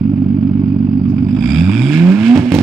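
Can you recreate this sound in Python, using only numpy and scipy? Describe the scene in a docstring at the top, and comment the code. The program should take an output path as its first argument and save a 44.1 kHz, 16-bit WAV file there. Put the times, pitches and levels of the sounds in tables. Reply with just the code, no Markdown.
"""An open car park, behind a six-cylinder sports car that idles with a lumpy beat and is then revved hard.
Each firing sends a thump and a puff of rasping gas down the exhaust; under load the thumps merge into
a boom. At the rev limiter the ignition cuts and unburnt fuel goes off in two volleys of bangs that
overload the microphone."""
import sys
import numpy as np
from scipy import signal
from scipy.fft import rfft, irfft
from scipy.io import wavfile
from scipy.ndimage import uniform_filter1d

SR = 44100
rng = np.random.default_rng(int(sys.argv[2]) if len(sys.argv) > 2 else 0)


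def waveform_to_disk(signal):
    """Save audio, clipped to [-1, 1], as 16-bit WAV at the path in sys.argv[1]."""
    frames = np.transpose(np.atleast_2d(signal))
    scaled = np.clip(frames, -1, 1) * 32767
    samples = np.round(scaled).astype(np.int16)
    wavfile.write(sys.argv[1], SR, samples)


N = 115542
TIME = np.arange(N) / SR


# (time [s], firing rate [Hz])
IDLE_HZ = [(0, 47.98), (.55, 48.1), (.65, 47.59), (1.27, 47.56), (1.33, 49.52)]
REV_HZ = [(1.37, 50.77), (1.42, 55.97), (1.55, 75.19), (1.704, 101.4), (1.894, 143.9), (2.006, 169.2),
          (2.1, 186.7), (2.174, 208.9), (2.3, 240.5), (2.35, 249.1)]
LIMITER_HZ = [(2.42, 246.4), (2.62, 241.3)]

def firing_rate():
    """Firings per second: idle, rev, limiter."""
    return in_time(IDLE_HZ + list(REV_HZ) + LIMITER_HZ)


# in firing order (strength [dB], lateness [firing intervals], pipe ring [Hz], ring [dB], puff [dB])
CYLINDERS = [(0.5, 0, 200, -10.5, -2.5), (-6, 0.062, 218.7, -1, -1), (-1.5, 0.00066, 250.3, -7, -0.5),
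             (-2, 0.04, 250, -8, -2.5), (-1, 0.0012, 276, -8, -1), (-4, 0.03, 330, -1.5, -2.5)]
FIRST_FIRING_INTERVALS = .456

def firings(rate, idle_jitter_s=.00037, spread_db=.33):
    """Time and strength of each firing; the cylinders partly even out as speed rises."""
    count = np.cumsum(rate) / SR - FIRST_FIRING_INTERVALS
    k = np.arange(int(count[-1]))
    db, late = np.array(CYLINDERS)[k % len(CYLINDERS)].T[:2]
    idling = rate[0] / np.interp(k, count, rate)
    uneven = idling + .69 * (1 - idling)
    jitter, spread = rng.standard_normal((len(k), 2)).T
    times = np.interp(k + late * uneven, count, TIME) + idle_jitter_s * idling * jitter
    return times, db * uneven + spread_db * spread


# (time [s], level [dB])
NOTE_DB = [(0, -12.5), (.3, -12), (1.35, -12.5), (1.48, -13.5), (1.66, -16), (1.82, -15.5), (2.3, -26),
           (2.62, -33.5)]
# (frequency [Hz], gain [dB])
PIPE_COLOUR = [(10, -62), (25, -53.5), (48, -21.5), (70, -8.5), (95, 3.5), (120, 4.5), (145, 3.5),
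               (185, 2.5), (215, 3), (275, 2), (305, -4.5), (340, -22.5), (385, -9.5), (425, -37),
               (620, -33.5), (1000, -52), (5500, -130)]

def exhaust_note(times, db, decay_s=.024):
    """Each firing thumps through the silencer and leaves its own pipe ringing."""
    pulses = clicks(times, from_db(db))
    t = TIME[TIME < 6 * decay_s]
    detune = 1 + .027 * rng.standard_normal(len(times))
    for k, start in enumerate((times * SR).astype(int)):
        hz, ring_db = CYLINDERS[k % len(CYLINDERS)][2:4]
        gain = from_db(db[k] + ring_db) * 2 * hz / SR
        ring = gain * np.cos(2 * np.pi * hz * detune[k] * t) * np.exp(-t / decay_s)
        pulses[start:start + len(t)] += ring[:N - start]
    return from_db(in_time(NOTE_DB)) * hold_rms(colour(-pulses, PIPE_COLOUR), samples=5500)


# (time [s], level [dB])
BOOM_DB = [(1.3, -39), (1.42, -28), (1.5, -19), (1.67, -14), (1.75, -20), (1.83, -13.5), (1.91, -17.5),
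           (1.96, -13), (2.02, -8.5), (2.1, -5.5), (2.145, -13.5), (2.24, -13), (2.3, -5.5), (2.35, -4.5),
           (2.375, -27), (2.48, -12.5), (2.52, -21.5), (2.62, -15)]
# (frequency [x firing rate], level [dB], full from [s])
BOOM_PARTIALS = [(.5, -28.5, 2.105), (1.5, -22.5, 1.95), (2, -16, 1.52), (2.5, -24.5, 1.1), (3, -23.5, 1.8)]
# (frequency [Hz], gain [dB])
SILENCER_COLOUR = [(60, -39.5), (90, -12), (112, 3), (210, 1.5), (252, -7.5), (290, 2), (372, -5.5),
                   (405, -22), (800, -33)]

def boom(rate, rise_s=.17, waver_db=3.5, ignition_cut_s=2.35, cut_db=-2):
    """Under load the firings merge into a tone; the silencer passes its overtones only while low."""
    phase = boom_phase(rate)
    tone = from_db(in_time(BOOM_DB)) * np.cos(phase)
    cut = from_db(cut_db * np.clip((TIME - ignition_cut_s) / .03, 0, 1))
    for order, db, full_s in BOOM_PARTIALS:
        rise = np.clip(1 + (TIME - full_s) / rise_s, 0, 1)
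        gain = from_db(db + at_hz(SILENCER_COLOUR, order * rate) + waver_db * waver())
        tone -= rise * cut * gain * np.cos(order * (phase + np.pi))
    return np.sqrt(2) * tone


def boom_phase(rate, lag_s=.004545):
    """The pressure wave leaves the pipe a little after each firing."""
    return 2 * np.pi * (np.cumsum(rate) / SR - FIRST_FIRING_INTERVALS - rate * lag_s)


# (frequency [x firing rate], level at the loudest boom [dB])
SNARL_HARMONICS = [(2, -44), (3, -27), (4, -36), (5, -37)]

def snarl(rate):
    """The loudest waves steepen in the pipe: harmonics grow with the cube of the boom."""
    phase, boom_db = boom_phase(rate), in_time(BOOM_DB)
    swell = from_db(boom_db - boom_db.max()) ** 3
    return np.sqrt(2) * swell * sum(from_db(db) * np.sin(order * phase) for order, db in SNARL_HARMONICS)


# (time [s], thump [dB], crack [dB], gas burst [dB])
BANGS = [(2.3554, -11, -17, -16), (2.363, -3, -13, -27), (2.376, -1, -7, -17), (2.384, -3.5, -27, -38),
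         (2.395, -1, -23, -27), (2.426, -10, -35, -38), (2.456, -14.5, -28, -25), (2.521, 1.5, 1.5, -17.5),
         (2.5427, 2, -17, -12.5), (2.55, -10, -5, -25), (2.563, 0, -20, -21), (2.588, 0.5, -5.5, -20),
         (2.609, -2.5, -13, -32)]
# (time [s], level [dB])
SPRAYS = [(2.541, -25), (2.549, -26)]
# (frequency [Hz], gain [dB])
THUMP_COLOUR = [(10, -43), (30, -32), (60, -10), (95, 1.5), (140, -5.5), (175, 6.5), (205, -4.5), (240, 0),
                (295, 4), (400, -20.5), (520, -18), (850, -20), (1300, -38.5), (6000, -66), (16000, -87)]
CRACK_COLOUR = [(200, 3.5), (1000, 4.5), (2700, 5), (5000, -1), (9000, -15.5), (16000, -40)]
BURST_COLOUR = [(80, -2), (350, 2.5), (520, 6.5), (850, 2.5), (1250, -12), (2400, -9), (4000, -16),
                (7000, -25), (11000, -31), (16000, -52)]
SPRAY_COLOUR = [(1500, -15), (4000, -4), (6000, 2), (9000, -8.5), (16000, -10)]

def backfires(thump_lead_s=.00176):
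    """Unburnt fuel goes off: each bang is a thump, a crack and a gas burst; two add a bright spray."""
    times, thump_db, crack_db, burst_db = np.transpose(BANGS)
    thumps = colour(clicks(times - thump_lead_s, from_db(thump_db)), THUMP_COLOUR)
    thumps /= np.abs(response(THUMP_COLOUR)).max()
    cracks = colour(clicks(times, -from_db(crack_db)), CRACK_COLOUR)
    cracks /= np.abs(response(CRACK_COLOUR)).max()
    sprays = gas_noise(decays(*np.transpose(SPRAYS), decay_s=.0031), SPRAY_COLOUR)
    bursts = gas_noise(decays(times, burst_db, decay_s=.0054), BURST_COLOUR)
    return thumps + cracks + sprays + bursts


def puffs(times, rate, points, decay_intervals, steady, spread_db, lead_s=.0005, echo_s=.01):
    """Turbulent gas swells and fades with each firing and echoes along the pipe; unit rms."""
    db = np.resize(np.array(CYLINDERS)[:, -1], len(times)) + spread_db * rng.standard_normal(len(times))
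    latest = np.maximum(np.searchsorted(times - lead_s, TIME) - 1, 0)
    age = np.abs(TIME - times[latest] + lead_s) * rate / decay_intervals
    envelope = steady + from_db(db)[latest] * age * np.exp(1 - age)
    gas = envelope * rng.standard_normal(N)
    echoed = sum(.12 ** k * np.interp(TIME - k * echo_s, TIME, gas, left=0) for k in range(4))
    return hold_rms(colour(echoed, points), samples=3000)


# (time [s], level [dB])
RUSH_DB = [(1.1, -73), (1.3, -41), (1.45, -33.5), (1.85, -33), (2.08, -22.5), (2.2, -27.5), (2.32, -26),
           (2.37, -21), (2.46, -40.5), (2.62, -25)]
# (frequency [Hz], gain [dB])
RUSH_COLOUR = [(30, -33.5), (70, -13), (110, 9.5), (320, 9), (420, -1.5), (550, -4), (850, -3.5),
               (1100, -5), (1600, -6.5), (3000, -26), (6000, -38.5), (15000, -59)]

def rush(times, rate):
    """Low rush of exhaust gas during the rev."""
    gas = puffs(times, rate, RUSH_COLOUR, decay_intervals=.14, steady=.22, spread_db=1)
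    return from_db(in_time(RUSH_DB)) * gas


# (time [s], level [dB])
JET_DB = [(1.8, -58), (1.94, -25), (2.03, -35), (2.11, -31.5), (2.17, -35), (2.27, -26), (2.32, -30.5),
          (2.37, -31), (2.44, -39.5), (2.5, -34), (2.62, -33)]
# (frequency [Hz], gain [dB])
JET_COLOUR = [(400, -12), (1300, -9.5), (1700, 3), (1890, -9), (2160, 5), (2900, -1), (4200, -12),
              (5000, -11.5), (6000, -19), (7800, -21.5), (11000, -31.5), (16000, -45)]

def jet(times, rate):
    """Brighter, steadier gas jet at high revs."""
    gas = puffs(times, rate, JET_COLOUR, decay_intervals=.2, steady=.56, spread_db=4)
    return from_db(in_time(JET_DB)) * gas


# (time [s], level [dB])
RASP_DB = [(.9, -79.5), (1.17, -55.5), (1.3, -50.5), (1.39, -43), (1.45, -33), (1.58, -29.5), (1.67, -36),
           (1.75, -30), (1.86, -30), (1.95, -34), (2.05, -39.5), (2.3, -52.5)]
# (frequency [Hz], gain [dB])
RASP_COLOUR = [(300, -21), (870, -7), (1100, -13), (1500, -4), (1920, -15), (2250, -1), (2420, 2),
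               (2650, -5), (3050, -13), (3300, -7), (3680, -9), (4150, -27), (4450, -24), (4800, -12),
               (5100, -15), (5900, -29), (6450, -29), (7400, -21), (9700, -31), (12500, -50), (16000, -64)]

def rasp(times, rate, spread_db=1.3, tailpipe_db=-5):
    """Sharp gas puffs and ringing metal as the revs climb."""
    gas = puffs(times, rate, RASP_COLOUR, decay_intervals=.13, steady=.07, spread_db=spread_db)
    return from_db(in_time(RASP_DB)) * (gas + from_db(tailpipe_db) * tailpipe(times, spread_db))


# (frequency [Hz], level [dB], T60 [s])
TAILPIPE_MODES = [(2370, 1, 0.043), (3300, -10, 0.01), (4800, -20, 0.03)]

def tailpipe(times, spread_db):
    """Every firing knocks the metal tailpipe, which rings briefly; unit rms."""
    t = TIME[:4096]
    ring = sum(from_db(db - 60 * t / t60) * np.sin(2 * np.pi * hz * t) for hz, db, t60 in TAILPIPE_MODES)
    knocks = clicks(times, from_db(spread_db * rng.standard_normal(len(times))))
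    return hold_rms(signal.fftconvolve(knocks, ring)[:N], samples=3000)


# (frequency [Hz], gain [dB])
SOFT_PUFF_COLOUR = [(100, 2), (300, 2), (450, -5), (650, -4), (850, -1), (1000, -5), (1300, -4.5),
                    (1850, -14), (2450, -7), (3300, -18), (4100, -29), (5000, -30), (5600, -46),
                    (7500, -50), (12000, -62)]

def soft_puffs(times, rate, level_db=-43):
    """Gas puffs at a constant level, heard at idle."""
    gas = puffs(times, rate, SOFT_PUFF_COLOUR, decay_intervals=.22, steady=.17, spread_db=2)
    return from_db(level_db) * gas


# (time [s], spit [dB], splutter [dB])
SPITS = [(0.173, -51, -38), (0.427, -50, -37), (1.053, -47, -35.5), (1.181, -51, -31.5),
         (1.286, -37.5, -31), (1.364, -32.5, -30), (1.423, -32.5, -47.5), (1.438, -25, -36),
         (1.501, -23.5, -36.5), (1.582, -24.5, -43.5), (1.694, -24, -23.5), (1.752, -27.5, -41)]

def spits():
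    """A rough firing gives a bright spit and a longer, duller splutter."""
    times, spit_db, splutter_db = np.transpose(SPITS)
    spit = gas_noise(decays(times, spit_db, decay_s=.0022), RASP_COLOUR)
    splutter = gas_noise(decays(times, splutter_db, decay_s=.013), SOFT_PUFF_COLOUR)
    return spit + splutter


# (frequency [Hz], gain [dB])
CHUFF_COLOUR = [(300, -40), (540, -18), (620, 0), (720, -12), (1150, -20), (3000, -54.5), (7000, -90)]

def chuffs(times, level_db=-34.5, delay_s=.0064):
    """The last cylinder chuffs hollowly once per engine cycle and sets the lope of the idle."""
    last_cylinder = times[len(CYLINDERS) - 1::len(CYLINDERS)]
    return gas_noise(decays(last_cylinder + delay_s, level_db, decay_s=.015), CHUFF_COLOUR)


# (time [s], level [dB])
CHINK_DB = [(0, -65.5), (.9, -63), (1.1, -60.5), (1.35, -54.5), (1.52, -38), (1.7, -58), (2.0, -63)]
# (frequency [Hz], gain [dB])
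CHINK_COLOUR = [(3900, -36), (4450, -20), (4650, 0), (5000, 0), (5400, -28), (6200, -40), (12000, -60)]

def chink(times, rate):
    """Thin metallic chink of a heat shield, standing out on some firings."""
    pulses = puffs(times, rate, CHINK_COLOUR, decay_intervals=.18, steady=.09, spread_db=5.5)
    return from_db(in_time(CHINK_DB)) * pulses


# (frequency [Hz], gain [dB])
HISS_COLOUR = [(2000, -28), (4800, 5.5), (7000, -2), (9000, -17), (14000, -13), (15700, -2)]

def hiss(peak_s=1.1, width_s=.024, peak_db=-56):
    """Brief faint hiss just before the rev."""
    return gas_noise(from_db(peak_db) * np.exp(-((TIME - peak_s) / width_s) ** 2), HISS_COLOUR)


# (frequency [Hz], gain [dB])
RUMBLE_COLOUR = [(8, -12.5), (25, 4), (45, 5), (100, -5.5), (300, -23), (5000, -96)]

def rumble(rate, idle_db=-48.5):
    """Deep rumble that fades as the revs rise."""
    return gas_noise(from_db(idle_db) * (rate[0] / rate) ** 2, RUMBLE_COLOUR)


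# (frequency [Hz], left minus right [dB])
BALANCE_DB = [(100, -3.5), (380, -5.5), (700, -7), (1300, -11.5), (2400, -19), (4400, -22.5), (8000, -12),
              (15000, 2)]
# (frequency [Hz], gain [dB])
SCATTER_COLOUR = [(100, -23), (350, -23), (700, -9.5), (1300, -6), (2500, -8), (8000, -5)]

def car_park(x, decay_s=.091, right_scatter_db=1):
    """The tailpipe is to the right; ground and parked cars scatter a short tail to each ear."""
    hz, balance_db = np.transpose(BALANCE_DB)
    ratio = from_db(balance_db)
    left, right = 2 * ratio / (1 + ratio), 2 / (1 + ratio)
    ears = []
    for share, wet in ((left, 1), (right, from_db(right_scatter_db))):
        tail = rng.standard_normal(N) * np.exp(-TIME / decay_s)
        scattered = colour(signal.fftconvolve(x, tail / np.linalg.norm(tail))[:N], SCATTER_COLOUR)
        ears.append(colour(x + wet * scattered, np.c_[hz, 20 * np.log10(share)]))
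    return np.array(ears)


def from_db(db):
    return 10 ** (np.asarray(db) / 20)


def in_time(rows):
    """Piecewise-linear curve over time."""
    return np.interp(TIME, *np.transpose(rows))


def at_hz(points, hz):
    """Gain in dB, interpolated over log frequency."""
    f, db = np.transpose(points)
    return np.interp(np.log(hz + 1e-9), np.log(f), db)


def response(points, size=8192):
    """Minimum-phase impulse response of a colour."""
    gain = from_db(at_hz(points, np.fft.rfftfreq(size, 1 / SR)))
    cepstrum = irfft(np.log(gain))
    cepstrum[1:size // 2] *= 2
    cepstrum[size // 2 + 1:] = 0
    return irfft(np.exp(rfft(cepstrum)))[:size // 2]


def colour(x, points):
    return signal.fftconvolve(x, response(points))[:N]


def clicks(times, sizes):
    """Impulses placed between samples."""
    out, at = np.zeros(N + 2), np.clip(times * SR, 0, N)
    np.add.at(out, at.astype(int), sizes * (1 - at % 1))
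    np.add.at(out, at.astype(int) + 1, sizes * (at % 1))
    return out[:N]


def hold_rms(x, samples):
    """Holds the running rms at one."""
    power = uniform_filter1d(uniform_filter1d(x ** 2, samples), samples)
    return x / np.sqrt(np.abs(power) + 1e-14)


def decays(times, db, decay_s):
    """Envelope that jumps at each time and dies away."""
    return signal.lfilter([1], [1, -np.exp(-1 / (decay_s * SR))], clicks(times, from_db(db)) + 1e-18)


def gas_noise(envelope, points):
    """Coloured noise whose rms follows the envelope."""
    return colour(envelope * rng.standard_normal(N), points) / np.linalg.norm(response(points))


def waver(count=100):
    """Slow random wander, spread about one."""
    return np.interp(TIME, np.linspace(0, TIME[-1], count), rng.standard_normal(count))


def scene():
    """All exhaust layers, placed in the car park."""
    rate = firing_rate()
    times, db = firings(rate)
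    gas = soft_puffs(times, rate) + rasp(times, rate) + rush(times, rate) + jet(times, rate)
    faint = chink(times, rate) + hiss() + rumble(rate)
    engine = exhaust_note(times, db) + boom(rate) + snarl(rate)
    bursts = chuffs(times) + spits() + backfires()
    return car_park(engine + bursts + gas + faint)


def record(dry, knee=4.9, cutoff_hz=15850):
    """The microphone overloads on the loudest peaks; the top is cut."""
    squashed = dry / (1 + np.abs(dry) ** knee) ** (1 / knee)
    return signal.sosfilt(signal.ellip(10, .1, 80, cutoff_hz, fs=SR, output="sos"), squashed)


dry = scene()
out = record(dry)
waveform_to_disk(out)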